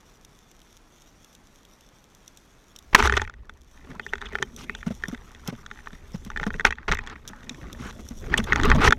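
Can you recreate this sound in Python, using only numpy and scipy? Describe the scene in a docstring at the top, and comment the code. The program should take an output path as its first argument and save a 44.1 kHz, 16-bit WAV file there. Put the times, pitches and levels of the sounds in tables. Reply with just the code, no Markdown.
"""A speargun is fired under water, heard from inside a camera housing fixed to the gun.
First the seabed hisses and shrimp snap, made of filtered noise and tiny clicks, with faint water and fizz.
Then the shaft cracks loose, a burst of blows that rings the housing, and drags its line out as rough grains.
Line and fittings knock and tap on the gun, and running line sings, while the fish's tail beats as low pushes.
Water surges and gurgles round the moving gun, and at the end the gun is handled roughly."""
import sys
import numpy as np
from scipy import signal
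from scipy.fft import rfft, irfft, next_fast_len
from scipy.io import wavfile
from scipy.ndimage import uniform_filter1d, map_coordinates

SR = 44100
rng = np.random.default_rng(int(sys.argv[2]) if len(sys.argv) > 2 else 0)


def store_pcm(level_fs):
    """Save levels as 16-bit WAV."""
    pcm = np.round(np.clip(level_fs, -1, 1) * 32767).astype(np.int16)
    wavfile.write(sys.argv[1], SR, np.atleast_2d(pcm).T)


N = 396018  # length of the scene in samples


def amp(db):
    """Turn decibels into a gain."""
    return 10 ** (np.asarray(db) / 20)


def unit(x):
    """Scale x to rms 1."""
    return x / np.sqrt(np.mean(x ** 2) + 1e-20)


def peaked(x):
    """Scale x to peak 1."""
    return x / (np.abs(x).max() + 1e-20)


def curves(rows):
    """Draw straight lines between the rows: one value per sample for each column after the time."""
    s, *columns = np.transpose(rows)
    return [np.interp(np.arange(N) / SR, s, column) for column in columns]


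def wobble(rate):
    """A smooth random curve through rate random points a second."""
    points = rng.standard_normal(int(N * rate / SR) + 4)
    return map_coordinates(points, [np.arange(N) * rate / SR])


def add(track, s, sound):
    """Mix a sound into the track at time s."""
    part = track[max(round(s * SR), 0):][:len(sound)]
    part += sound[:len(part)]


def coloured(x, points):
    """Filter x with the (Hz, dB) points as gain; the filter never sounds ahead of its input."""
    size = 2 * next_fast_len(len(x) // 2 + 2048)
    hz, db = np.transpose(points)
    bins_hz = np.fft.rfftfreq(size, 1 / SR)
    log_gain = np.log(amp(np.interp(np.log(bins_hz + 1), np.log(hz), db)))
    # fold the cepstrum forward in time to get the minimum-phase filter
    cepstrum = irfft(log_gain)
    cepstrum[1:size // 2] *= 2
    cepstrum[size // 2 + 1:] = 0
    return irfft(rfft(x, size) * np.exp(rfft(cepstrum)))[:len(x)]


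def noise(points):
    """Coloured noise of rms 1."""
    return unit(coloured(rng.standard_normal(N), points))


def grains(rate, spread_db):
    """Tiny random clicks of either sign and uneven size, about rate a second."""
    happens = rng.random(N) < rate / SR
    sign = rng.choice([-1, 1], N)
    return happens * sign * amp(spread_db * np.clip(rng.standard_normal(N), -2, 2))


def patchy(x, depth_db, size=512):
    """Shift the colour of x at random from moment to moment; rms 1."""
    spectrum = signal.stft(x, nperseg=size)[2]
    field = uniform_filter1d(rng.standard_normal(spectrum.shape), size=5, axis=0)
    field = uniform_filter1d(field, size=4, axis=1)
    shifted = spectrum * amp(depth_db * np.tanh(unit(field)))
    return unit(signal.istft(shifted, nperseg=size)[1][:N])


def stroke(length, attack, t60):
    """An envelope that rises, holds until length seconds and dies away by 60 dB in t60 seconds."""
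    t = np.arange(SR) / SR
    return (1 - np.exp(-t / attack)) * amp(-60 * np.maximum(t - length, 0) / t60)


def tick(t, t60, points):
    """A very short burst of coloured noise, peak 1."""
    return peaked(coloured(rng.standard_normal(len(t)) * amp(-60 * t / t60), points))


# ringing modes of the gun and camera housing: pitch_hz, drive_db (relative), t60_s (time to fall 60 dB)
HOUSING_MODES = [(230, -17.5, 0.11), (426, -15.5, 0.083), (873, -15, 0.057), (1204, -11, 0.015),
                 (1478, -5.5, 0.015), (1844, -5.5, 0.019), (2068, -7, .012), (2346, -15.5, 0.021),
                 (2553, -17.5, 0.033), (3210, -24.5, 0.054), (3620, -36, .01)]


def ring(t, centre_hz, focus, scatter_db):
    """The housing's modes after one contact; those near its centre are driven up to focus dB harder."""
    hz, db, t60 = np.transpose(HOUSING_MODES)[:, :, None]
    octaves_away = np.minimum(np.abs(np.log2(hz / centre_hz)), 1)
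    drive = amp(db - focus * octaves_away + scatter_db * rng.standard_normal(hz.shape))
    # neighbouring modes start in opposite directions, so the ring swells for a few cycles and beats
    sign = (-1) ** np.arange(len(HOUSING_MODES))[:, None]
    return np.sum(sign * drive * amp(-60 * t / t60) * np.sin(2 * np.pi * hz * t), axis=0)


# colour of the steady hiss: pitch_hz, level_db (relative)
STILL_COLOUR = [(12, -33.5), (20, 6), (38, 5), (77, -3.5), (210, -4), (558, -11.5), (1260, -14),
                (2460, -19.5), (3440, -26), (4670, -24.5), (5850, -31.5), (8180, -33), (12800, -41.5),
                (14700, -35), (16000, -68.5)]
# colour of snaps and crackle: pitch_hz, level_db (relative)
FIZZ_COLOUR = [(2000, -14), (3000, -0.5), (3500, 6.5), (4600, -10.5), (5750, 7), (6700, 1.5), (8300, -8),
               (9700, -6.5), (11000, -12.5), (12700, -5.5), (15000, -23.5)]


def seabed():
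    """A quiet steady hiss with the crackle of shrimp near and far, the far ones in soft clusters."""
    near = unit(coloured(grains(rate=14, spread_db=4), FIZZ_COLOUR))
    clusters = amp(3 * wobble(7))
    far = unit(coloured(grains(rate=600, spread_db=5), FIZZ_COLOUR)) * clusters
    return amp(-56.5) * noise(STILL_COLOUR) + amp(-76.5) * far + amp(-70.5) * near


def gurgles(rate):
    """Small pockets of water flex and ring for a few low cycles each, rate a second; rms 1."""
    out, t = np.zeros(N), np.arange(SR // 10) / SR
    for when, pitch, size in rng.random((round(rate * N / SR), 3)):
        hz = 150 * 2 ** (1.5 * pitch)
        envelope = (1 - np.exp(-t / .003)) * amp(-60 * t * hz / 13)
        add(out, when * N / SR, amp(9 * size) * np.sin(2 * np.pi * hz * t) * envelope)
    return unit(out)


# water round the gun and loose line rubbing on it, before each layer's trim:
# time_s, surge_db, churn_db, rustle_db, fizz_db
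FLOW_LEVELS = [(2.65, -82, -78.0, -71, -65), (2.87, -53, -68.5, -72.0, -64.5),
               (3.4, -42.5, -60.5, -65.5, -85), (3.72, -55.5, -69.5, -70.0, -67),
               (3.92, -47, -47.5, -50.5, -71), (4.05, -47.5, -58, -65.5, -62), (4.25, -41, -60, -48, -68.5),
               (4.62, -47, -50, -71, -58.5), (4.97, -43.5, -61, -58.5, -60),
               (5.33, -49.0, -59.5, -59.5, -64.5), (5.85, -49.5, -61, -58.5, -63),
               (6.5, -36.5, -49.5, -64.5, -65), (6.81, -48, -58.0, -59, -72), (7.0, -37.5, -53, -50, -73),
               (7.24, -50, -56, -61, -71.0), (7.75, -41, -45.5, -52, -57.5),
               (8.16, -43.5, -52, -69.5, -56.5), (8.33, -30, -34.5, -40, -58),
               (8.48, -31.5, -39.5, -49.5, -56), (8.66, -18, -27.0, -24, -69), (8.89, -18.5, -29, -44, -54),
               (8.95, -34.5, -45, -62.0, -67)]
# the recoil and tugs on the line shove the gun through the water: start_s, length_s, level_db
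SHOVE_TIMES = [(2.93, 0.26, -25.5), (6.65, .02, -29), (6.884, 0.026, -27)]
# colours of surging water, churning water and rubbing line: pitch_hz, level_db (relative)
SURGE_COLOUR = [(12, -18), (22, 7), (33, 1), (50, -2), (68, 1.5), (85, -6.5), (120, -11), (180, -38.5),
                (400, -70.5)]
CHURN_COLOUR = [(70, -36), (120, 3), (180, -3.5), (235, 5), (310, -9.5), (405, -10.5), (500, -9.5),
                (700, -14), (1100, -53)]
RUB_COLOUR = [(120, -26), (300, -13.5), (405, 7), (520, -13.5), (700, -9), (850, 1.5), (980, -1),
              (1200, 1.5), (1450, -2), (1650, -4.5), (1900, -2.5), (2400, -8), (3000, -12.5), (3600, -15),
              (4800, -21), (8000, -40.5), (16000, -65.5)]


def water():
    """Water surges and gurgles and loose line rustles: faint at first, stronger once the gun moves."""
    surge_db, churn_db, rustle_db, _ = curves(FLOW_LEVELS)
    shoves = np.zeros(N)
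    for s, length, db in SHOVE_TIMES:
        add(shoves, s, amp(db) * stroke(length, attack=0.0055, t60=0.31))
    swirl = patchy(noise(CHURN_COLOUR), depth_db=5, size=1024) * amp(3 * np.tanh(wobble(35)))
    eddies = unit(swirl + .9 * gurgles(rate=55))
    rubs = coloured(grains(rate=1200, spread_db=6), RUB_COLOUR)
    rubbing = patchy(rubs, depth_db=7) * unit(amp(4.5 * np.tanh(wobble(70))))
    # steady flow and shoves add up as powers
    surge = np.hypot(amp(surge_db), shoves) * noise(SURGE_COLOUR)
    churn = np.hypot(amp(churn_db + 2.0), amp(-22.5) * shoves) * eddies
    line = amp(rustle_db + 1.0) * rubbing
    return surge + churn + line


def fizz():
    """Silt and tiny bubbles crackle past the gun in uneven swishes of small clicks."""
    fizz_db = curves(FLOW_LEVELS)[3]
    specks = coloured(grains(rate=2500, spread_db=7), FIZZ_COLOUR)
    crackle = patchy(specks, depth_db=6, size=1024) * amp(2.5 * np.tanh(wobble(35)))
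    swish = amp(3 * np.tanh(wobble(20)))
    return amp(fizz_db - 1.5) * swish * crackle


# the nearest shrimp snaps and small ticks: start_s, level_db (before a fixed trim)
SNAP_TIMES = [(0.2485, -29.5), (.5145, -36), (0.617, -34), (1.02, -36), (1.2455, -33), (1.3505, -33),
              (1.651, -36), (1.8087, -36), (2.149, -35), (2.2784, -26), (2.3728, -28.5), (2.762, -24.5),
              (2.7878, -28), (4.5632, -24), (5.0833, -19.5), (5.476, -15.5), (6.9461, -22), (7.277, -19),
              (7.283, -24.5), (7.289, -26), (6.2489, -28.5), (7.7288, -24), (8.0873, -25), (8.4406, -19),
              (8.6527, -16)]


def snaps():
    """The nearest shrimp snaps and small ticks, each a tiny burst of bright noise."""
    out, t = np.zeros(N), np.arange(SR // 40) / SR
    for s, db in SNAP_TIMES:
        add(out, s, amp(db - 5.5) * tick(t, t60=0.015, points=FIZZ_COLOUR))
    return out


# line, shaft and gloves sliding on the gun:
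# start_s, length_s, level_db (before the layer trims), treble_db (relative to the level)
SCRAPE_TIMES = [(2.928, 0.0074, -27.5, -21), (2.989, 0.016, -22.5, -17), (3.044, .018, -28, -7.5),
                (3.167, 0.009, -19.5, -34), (4.572, 0.076, -52, 4), (5.458, 0.047, -46, -5),
                (6.646, 0.028, -23, -13), (6.673, 0.017, -35, -14), (6.879, 0.015, -22.5, -24.5),
                (6.923, .014, -26.5, -21), (7.074, 0.063, -45.5, -25), (7.787, 0.122, -48, -3.5),
                (8.322, .02, -33.5, -33), (8.374, 0.0057, -27, 5), (8.466, .06, -35, -36),
                (8.803, 0.032, -23, -17.5), (8.836, 0.049, -17.5, -10)]
# the shaft runs out along the barrel; treble is relative to the body
RUN_DB, RUN_TREBLE_DB, JUDDER_DB = -28, -8.5, 6.5
RUN_HOLD_S, RUN_FADE_DB_PER_S, RUN_S = 0.067, 100.5, .3
# each tail beat drags the line over grit, starting just ahead of the beat
GRIT_LEAD_S, GRIT_S, GRIT_BELOW_BEAT_DB, GRIT_TREBLE_DB = 0.0056, 0.022, 24.5, -6


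def drag():
    """How hard things slide: body and treble envelopes of the running shaft, scrapes and grit."""
    body, treble = np.zeros(N), np.zeros(N)
    t = np.arange(round(RUN_S * SR)) / SR
    fade_db = RUN_FADE_DB_PER_S * np.maximum(t - RUN_HOLD_S, 0)
    run = amp(RUN_DB - fade_db + JUDDER_DB * np.tanh(wobble(90)[:len(t)]))
    add(body, RELEASE[0], run)
    add(treble, RELEASE[0], amp(RUN_TREBLE_DB) * run)
    grit = [(s - GRIT_LEAD_S, GRIT_S, db - GRIT_BELOW_BEAT_DB, GRIT_TREBLE_DB) for s, db, hz in THUMP_TIMES]
    for s, length, db, treble_db in SCRAPE_TIMES + grit:
        slide = stroke(length, attack=0.0029, t60=0.018)
        add(body, s, amp(db) * slide)
        add(treble, s, amp(db + treble_db) * slide)
    return body, treble


# colour of the scraping treble: pitch_hz, level_db (relative)
HISS_COLOUR = [(1500, -21), (2600, 3.5), (3400, 1.5), (4600, -6), (5900, 4), (7200, -7.5), (9000, -11.5),
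               (12500, -16.5), (15500, -27.5)]


def scrapes():
    """Sliding contacts catch and slip thousands of times a second, rubbing and ringing the housing."""
    body, treble = drag()
    t = np.arange(SR // 4) / SR
    slips, fine = grains(rate=6000, spread_db=3), grains(rate=9000, spread_db=6)
    grip = unit(amp(2.5 * np.tanh(wobble(200))))
    modes = ring(t, centre_hz=1700, focus=2, scatter_db=0)
    ringing = unit(signal.fftconvolve(slips * grip, modes)[:N])
    rubbing = grip * patchy(coloured(slips, RUB_COLOUR), depth_db=3, size=128)
    hiss = grip * patchy(coloured(fine, HISS_COLOUR), depth_db=6, size=128)
    return body * (amp(2.0) * rubbing + amp(-11.5) * ringing) + amp(-0.5) * treble * hiss


# the release of the shaft: start_s, level_db (before a fixed boost), length_s (of the full-force blows)
RELEASE = (2.9476, 0.67, 0.0047)
# colour of the crack: pitch_hz, level_db (relative)
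CRACK_COLOUR = [(40, -17.5), (300, -7), (700, -5.5), (1000, 1), (1400, 3), (2200, -2), (3200, -9),
                (4500, -9.5), (6200, -18.5), (9000, -31), (16000, -29)]


def shot():
    """The trigger lets go: a few milliseconds of violent blows shake the housing."""
    s, db, length = RELEASE
    out, t = np.zeros(N), np.arange(SR // 8) / SR
    blows = rng.standard_normal(len(t)) * amp(-60 * np.maximum(t - length, 0) / 0.0093)
    body = peaked(ring(t, centre_hz=1700, focus=6, scatter_db=1))
    add(out, s, amp(db + 6.5) * (peaked(coloured(blows, CRACK_COLOUR)) + body / 2))
    return out


# colour of a knock's bright edge: pitch_hz, level_db (relative)
EDGE_COLOUR = [(1500, -34), (2600, -6), (3500, 15.5), (4600, -6.5), (5800, 5.5), (6600, 2.5), (8000, -9.5),
               (9700, -20.5), (11000, -23), (12700, -21.5), (16000, -47.5)]
# how much more weakly a knock drives the modes an octave or more from its centre
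FOCUS_DB = 16


def knock(db, centre_hz, edge_db):
    """One tap on the gun: a ring damped by the water, a bright edge and a faint chatter."""
    t = np.arange(SR // 16) / SR
    detune, damping = rng.uniform(-1, 1, 2)
    # each spot on the gun rings a little differently
    body = peaked(ring(t * (1 + 0.042 * detune), centre_hz, focus=FOCUS_DB, scatter_db=3.5))
    # the tapping part adds a brief note of its own
    own_envelope = (1 - np.exp(-t / 0.0015)) * amp(-60 * t / (0.0028 * 2 ** damping))
    own = np.sin(2 * np.pi * centre_hz * t) * own_envelope
    edge = amp(edge_db) * tick(t, t60=0.013, points=EDGE_COLOUR)
    chatter = amp(-11.5) * tick(t, t60=0.014, points=RUB_COLOUR)
    return amp(db - 2.5) * (peaked(body + amp(-11.5) * own) + edge + chatter)


# hard contacts on the gun:
# start_s, level_db (before a fixed trim), centre_hz, edge_db (treble, relative to the level)
KNOCK_TIMES = [(2.9591, -7, 2240, -14), (2.9834, -16.5, 1160, -20), (3.003, -5, 1184, -28),
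               (3.0251, -3.5, 1380, -9), (3.074, -5.5, 1180, -8.5), (3.0963, -3.5, 1210, -19),
               (3.1234, -5.5, 1510, -13), (3.1385, -10, 1920, -29), (3.1679, -13.5, 1400, -2),
               (3.1751, -6, 2010, -9.5), (3.1965, -13.5, 1860, -27), (3.217, -9, 1360, -11),
               (3.2494, -25.5, 1900, -17), (3.276, -23.5, 1720, -19), (3.297, -26, 1510, -9.5),
               (3.3389, -31.5, 1470, -12.5), (3.4951, -26, 1470, -7), (3.9961, -16, 1830, -22),
               (4.0645, -19.5, 1850, -15), (4.128, -25, 1480, -25), (4.1346, -8.5, 1880, -20),
               (4.155, -23.5, 1440, -7), (4.215, -20, 1500, -10), (4.2231, -20.5, 1410, -19),
               (4.2612, -27.5, 2710, -11), (4.3332, -26, 1890, -33), (4.3533, -7.5, 1710, -27),
               (4.386, -19, 1870, -17), (4.421, -23, 1570, -34), (4.4254, -7, 1800, -9.5),
               (4.6956, -12.5, 1910, -40), (4.7499, -21.5, 1420, -3.5), (4.8286, -22, 1720, -32),
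               (5.037, -11.5, 1820, -17.5), (5.0553, -25, 1820, -15), (5.1469, -24, 1460, -11),
               (5.6625, -26, 1470, -2.5), (5.7129, -19, 1410, -17), (5.789, -29, 1490, -31),
               (5.8718, -20.5, 1470, -23), (6.3017, -18.5, 1400, -12), (6.316, -28, 1450, -16),
               (6.3614, -15, 1770, -24), (6.3734, -14.5, 1840, -12.5), (6.3982, -15.5, 1650, -16),
               (6.4306, -12, 1730, -20), (6.4377, -16.5, 1500, -9), (6.466, -18.5, 1490, -12),
               (6.5044, -16.5, 1540, -28), (6.541, -19.5, 1760, -18), (6.5964, -11, 1790, -18.5),
               (6.6079, -14.5, 1490, -14), (6.6507, 6.5, 1990, -15), (6.6666, -11, 1940, -19),
               (6.7066, -12, 1920, -9), (6.7248, -13, 2040, -19), (6.784, -23, 1880, -31),
               (6.881, -12, 1370, -15), (6.9154, -6, 2050, -9), (6.9212, -5.5, 2080, -8.5),
               (6.9511, -17, 2030, -24), (6.9713, -20.5, 1850, -11), (6.9893, -15.5, 1960, -16.5),
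               (7.0731, -24, 1500, -2), (7.1596, -27, 1840, -37), (7.333, -25.5, 1220, -26),
               (7.494, -23.5, 2460, 4.5), (8.3403, -1.5, 1690, -24), (8.4009, -14, 1650, -31),
               (8.5227, 0.5, 1930, -43), (8.5306, -2.5, 1470, -14), (8.5589, -5, 1580, -11.5),
               (8.5985, -8, 1260, -21), (8.6338, -11.5, 1430, -2.5), (8.701, -6, 1260, -7.5),
               (8.7154, 2, 1810, -42), (8.8762, 0, 1850, -16), (8.9074, -6.5, 1410, -6),
               (8.9238, 2, 1470, -14.5), (8.9268, -5, 1500, -16)]


def knocks():
    """Line and fittings hit the gun, each at its own spot and with its own force."""
    out = np.zeros(N)
    for s, db, centre_hz, edge_db in KNOCK_TIMES:
        add(out, s, knock(db, centre_hz, edge_db))
    return out


# the whole gun swinging after a jerk on the line: start_s, level_db (before the swing's rise and decay)
SWAY_TIMES = [(3.034, -16), (6.701, -27.5), (6.9, -23.5)]
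SWAY_HZ, SWAY_T60_S = 64.9, 0.26


def sways():
    """A jerk sets the long gun swinging in a deep throb that dies away."""
    out, t = np.zeros(N), np.arange(SR // 2) / SR
    for s, db in SWAY_TIMES:
        envelope = amp(db - 60 * t / SWAY_T60_S) * (1 - np.exp(-t / .004))
        add(out, s, -envelope * np.sin(2 * np.pi * SWAY_HZ * t))
    return out


# light taps follow the rustle level; TAP_MAX_DB caps them ahead of the knock's own trim
TAPS_PER_S, TAP_ABOVE_RUSTLE_DB, TAP_SPREAD_DB, TAP_MAX_DB = 26, 18.5, 8, -25.5
TAP_HZ, TAP_EDGE_DB = 1650, -9  # middle of the random centres and of the random treble edges
SLACK_FROM_S = 3.7  # the line lies slack from here


def taps():
    """Between the hard knocks the slack line keeps tapping the gun lightly, at random."""
    out, rustle_db = np.zeros(N), curves(FLOW_LEVELS)[2]
    for when, force, spot, edge in rng.random((round(TAPS_PER_S * N / SR), 4)):
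        s = when * N / SR
        if s > SLACK_FROM_S:
            db = rustle_db[int(when * N)] + TAP_ABOVE_RUSTLE_DB + TAP_SPREAD_DB * (2 * force - 1)
            centre_hz = TAP_HZ * 2 ** (spot - .5)
            edge_db = TAP_EDGE_DB + 10 * (2 * edge - 1)
            add(out, s, knock(min(db, TAP_MAX_DB), centre_hz, edge_db))
    return out


# tail beats and soft bumps: start_s, level_db (before a fixed trim), pitch_hz (before the glide)
THUMP_TIMES = [(3.89, -34, 260), (3.908, -32.5, 192), (4.327, -31.5, 402), (4.399, -32, 402),
               (4.422, -30, 387), (4.867, -18, 184), (4.906, -22, 205), (5.084, -24.5, 186),
               (5.128, -25, 245), (5.483, -23, 182), (5.526, -26.5, 240), (5.93, -35.5, 174),
               (6.144, -23.5, 181), (6.262, -29, 202), (6.412, -24.5, 179), (6.466, -16, 217),
               (6.548, -26.5, 170), (6.902, -21.5, 167), (7.3, -31.5, 207), (7.507, -30.5, 240),
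               (7.622, -35, 122), (7.856, -31, 201), (7.99, -29, 220), (8.108, -30.5, 237),
               (8.387, -13.5, 222), (8.748, -19.5, 645), (8.751, -18.5, 232)]


def thumps():
    """Each tail beat or bump pushes the water for a few low cycles and knocks the housing's low mode."""
    out, t = np.zeros(N), np.arange(SR // 8) / SR
    for s, db, hz in THUMP_TIMES:
        # the push starts sharp and slackens
        phase = 2 * np.pi * hz * (0.962 * t + 0.0011 * (1 - np.exp(-t / 0.0039)))
        push = peaked(np.sin(phase) * (1 - np.exp(-t / 0.006)) * amp(-60 * t / 0.061))
        low_mode = np.sin(2 * np.pi * 420 * t) * (1 - np.exp(-t / 0.0033)) * amp(-60 * t / 0.047)
        splash = tick(t, t60=0.055, points=CHURN_COLOUR)
        add(out, s, amp(db - 4.0) * (push + amp(-5.5) * low_mode + amp(0.5) * splash))
    return out


# the line zipping through its guides:
# start_s, length_s, first_hz, last_hz, level_db (rms before the fade in and out)
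ZIP_TIMES = [(3.942, 0.027, 700, 1450, -46), (4.022, 0.033, 3180, 3330, -52.5),
             (4.081, .02, 2800, 3280, -48.5), (4.254, .02, 3470, 3240, -40),
             (4.65, 0.16, 1940, 3060, -54.5), (6.129, .025, 5400, 5320, -52), (7.09, .056, 1626, 1380, -46),
             (7.237, 0.21, 1340, 1533, -55.5), (7.821, 0.094, 1500, 1283, -43.5),
             (8.379, 0.0083, 3240, 3240, -21.5)]


def zips():
    """Running line sings in a narrow, rough band whose pitch follows its speed."""
    out = np.zeros(N)
    roughness = wobble(850) + 1j * wobble(850)
    for s, length, first_hz, last_hz, db in ZIP_TIMES:
        u = np.linspace(0, 1, max(round(length * SR), 8))
        phase = 2 * np.pi * np.cumsum(first_hz + (last_hz - first_hz) * u) / SR
        rough_part = roughness[round(s * SR):][:len(u)]
        band = unit(np.real(rough_part * np.exp(1j * phase)))
        add(out, s, amp(db) * band * np.sqrt(np.abs(np.sin(np.pi * u))))
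    return out


def ducking(loud, threshold_db, ratio, release_db):
    """Gain control: a loud blow pulls the gain down at once, and it recovers by release_db a second."""
    recovery = release_db * np.arange(N) / SR
    level_db = 20 * np.log10(np.abs(loud) + 1e-9)
    over_db = ratio * np.maximum(level_db - threshold_db, 0)
    return amp(recovery - np.maximum.accumulate(over_db + recovery))


def scene():
    """Everything reaches one microphone inside the housing; the seabed sinks after each loud blow."""
    gun = shot() + knocks() + scrapes() + zips() + thumps() + sways()
    background = ducking(gun, threshold_db=-11.0, ratio=1.0, release_db=20) * seabed()
    return (gun + taps() + snaps() + water() + fizz() + background)[None]


TOP_HZ = 15900  # the camera's band limit


def record(dry):
    """The loudest blows overload the camera, which keeps nothing above its band limit."""
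    clipped = .97 * dry / (1 + np.abs(dry) ** 6) ** (1 / 6)
    size = next_fast_len(N + SR // 4)
    kept = np.fft.rfftfreq(size, 1 / SR) < TOP_HZ
    return irfft(rfft(clipped, size) * kept, size)[:, :N]


dry = scene()
out = record(dry)
store_pcm(out)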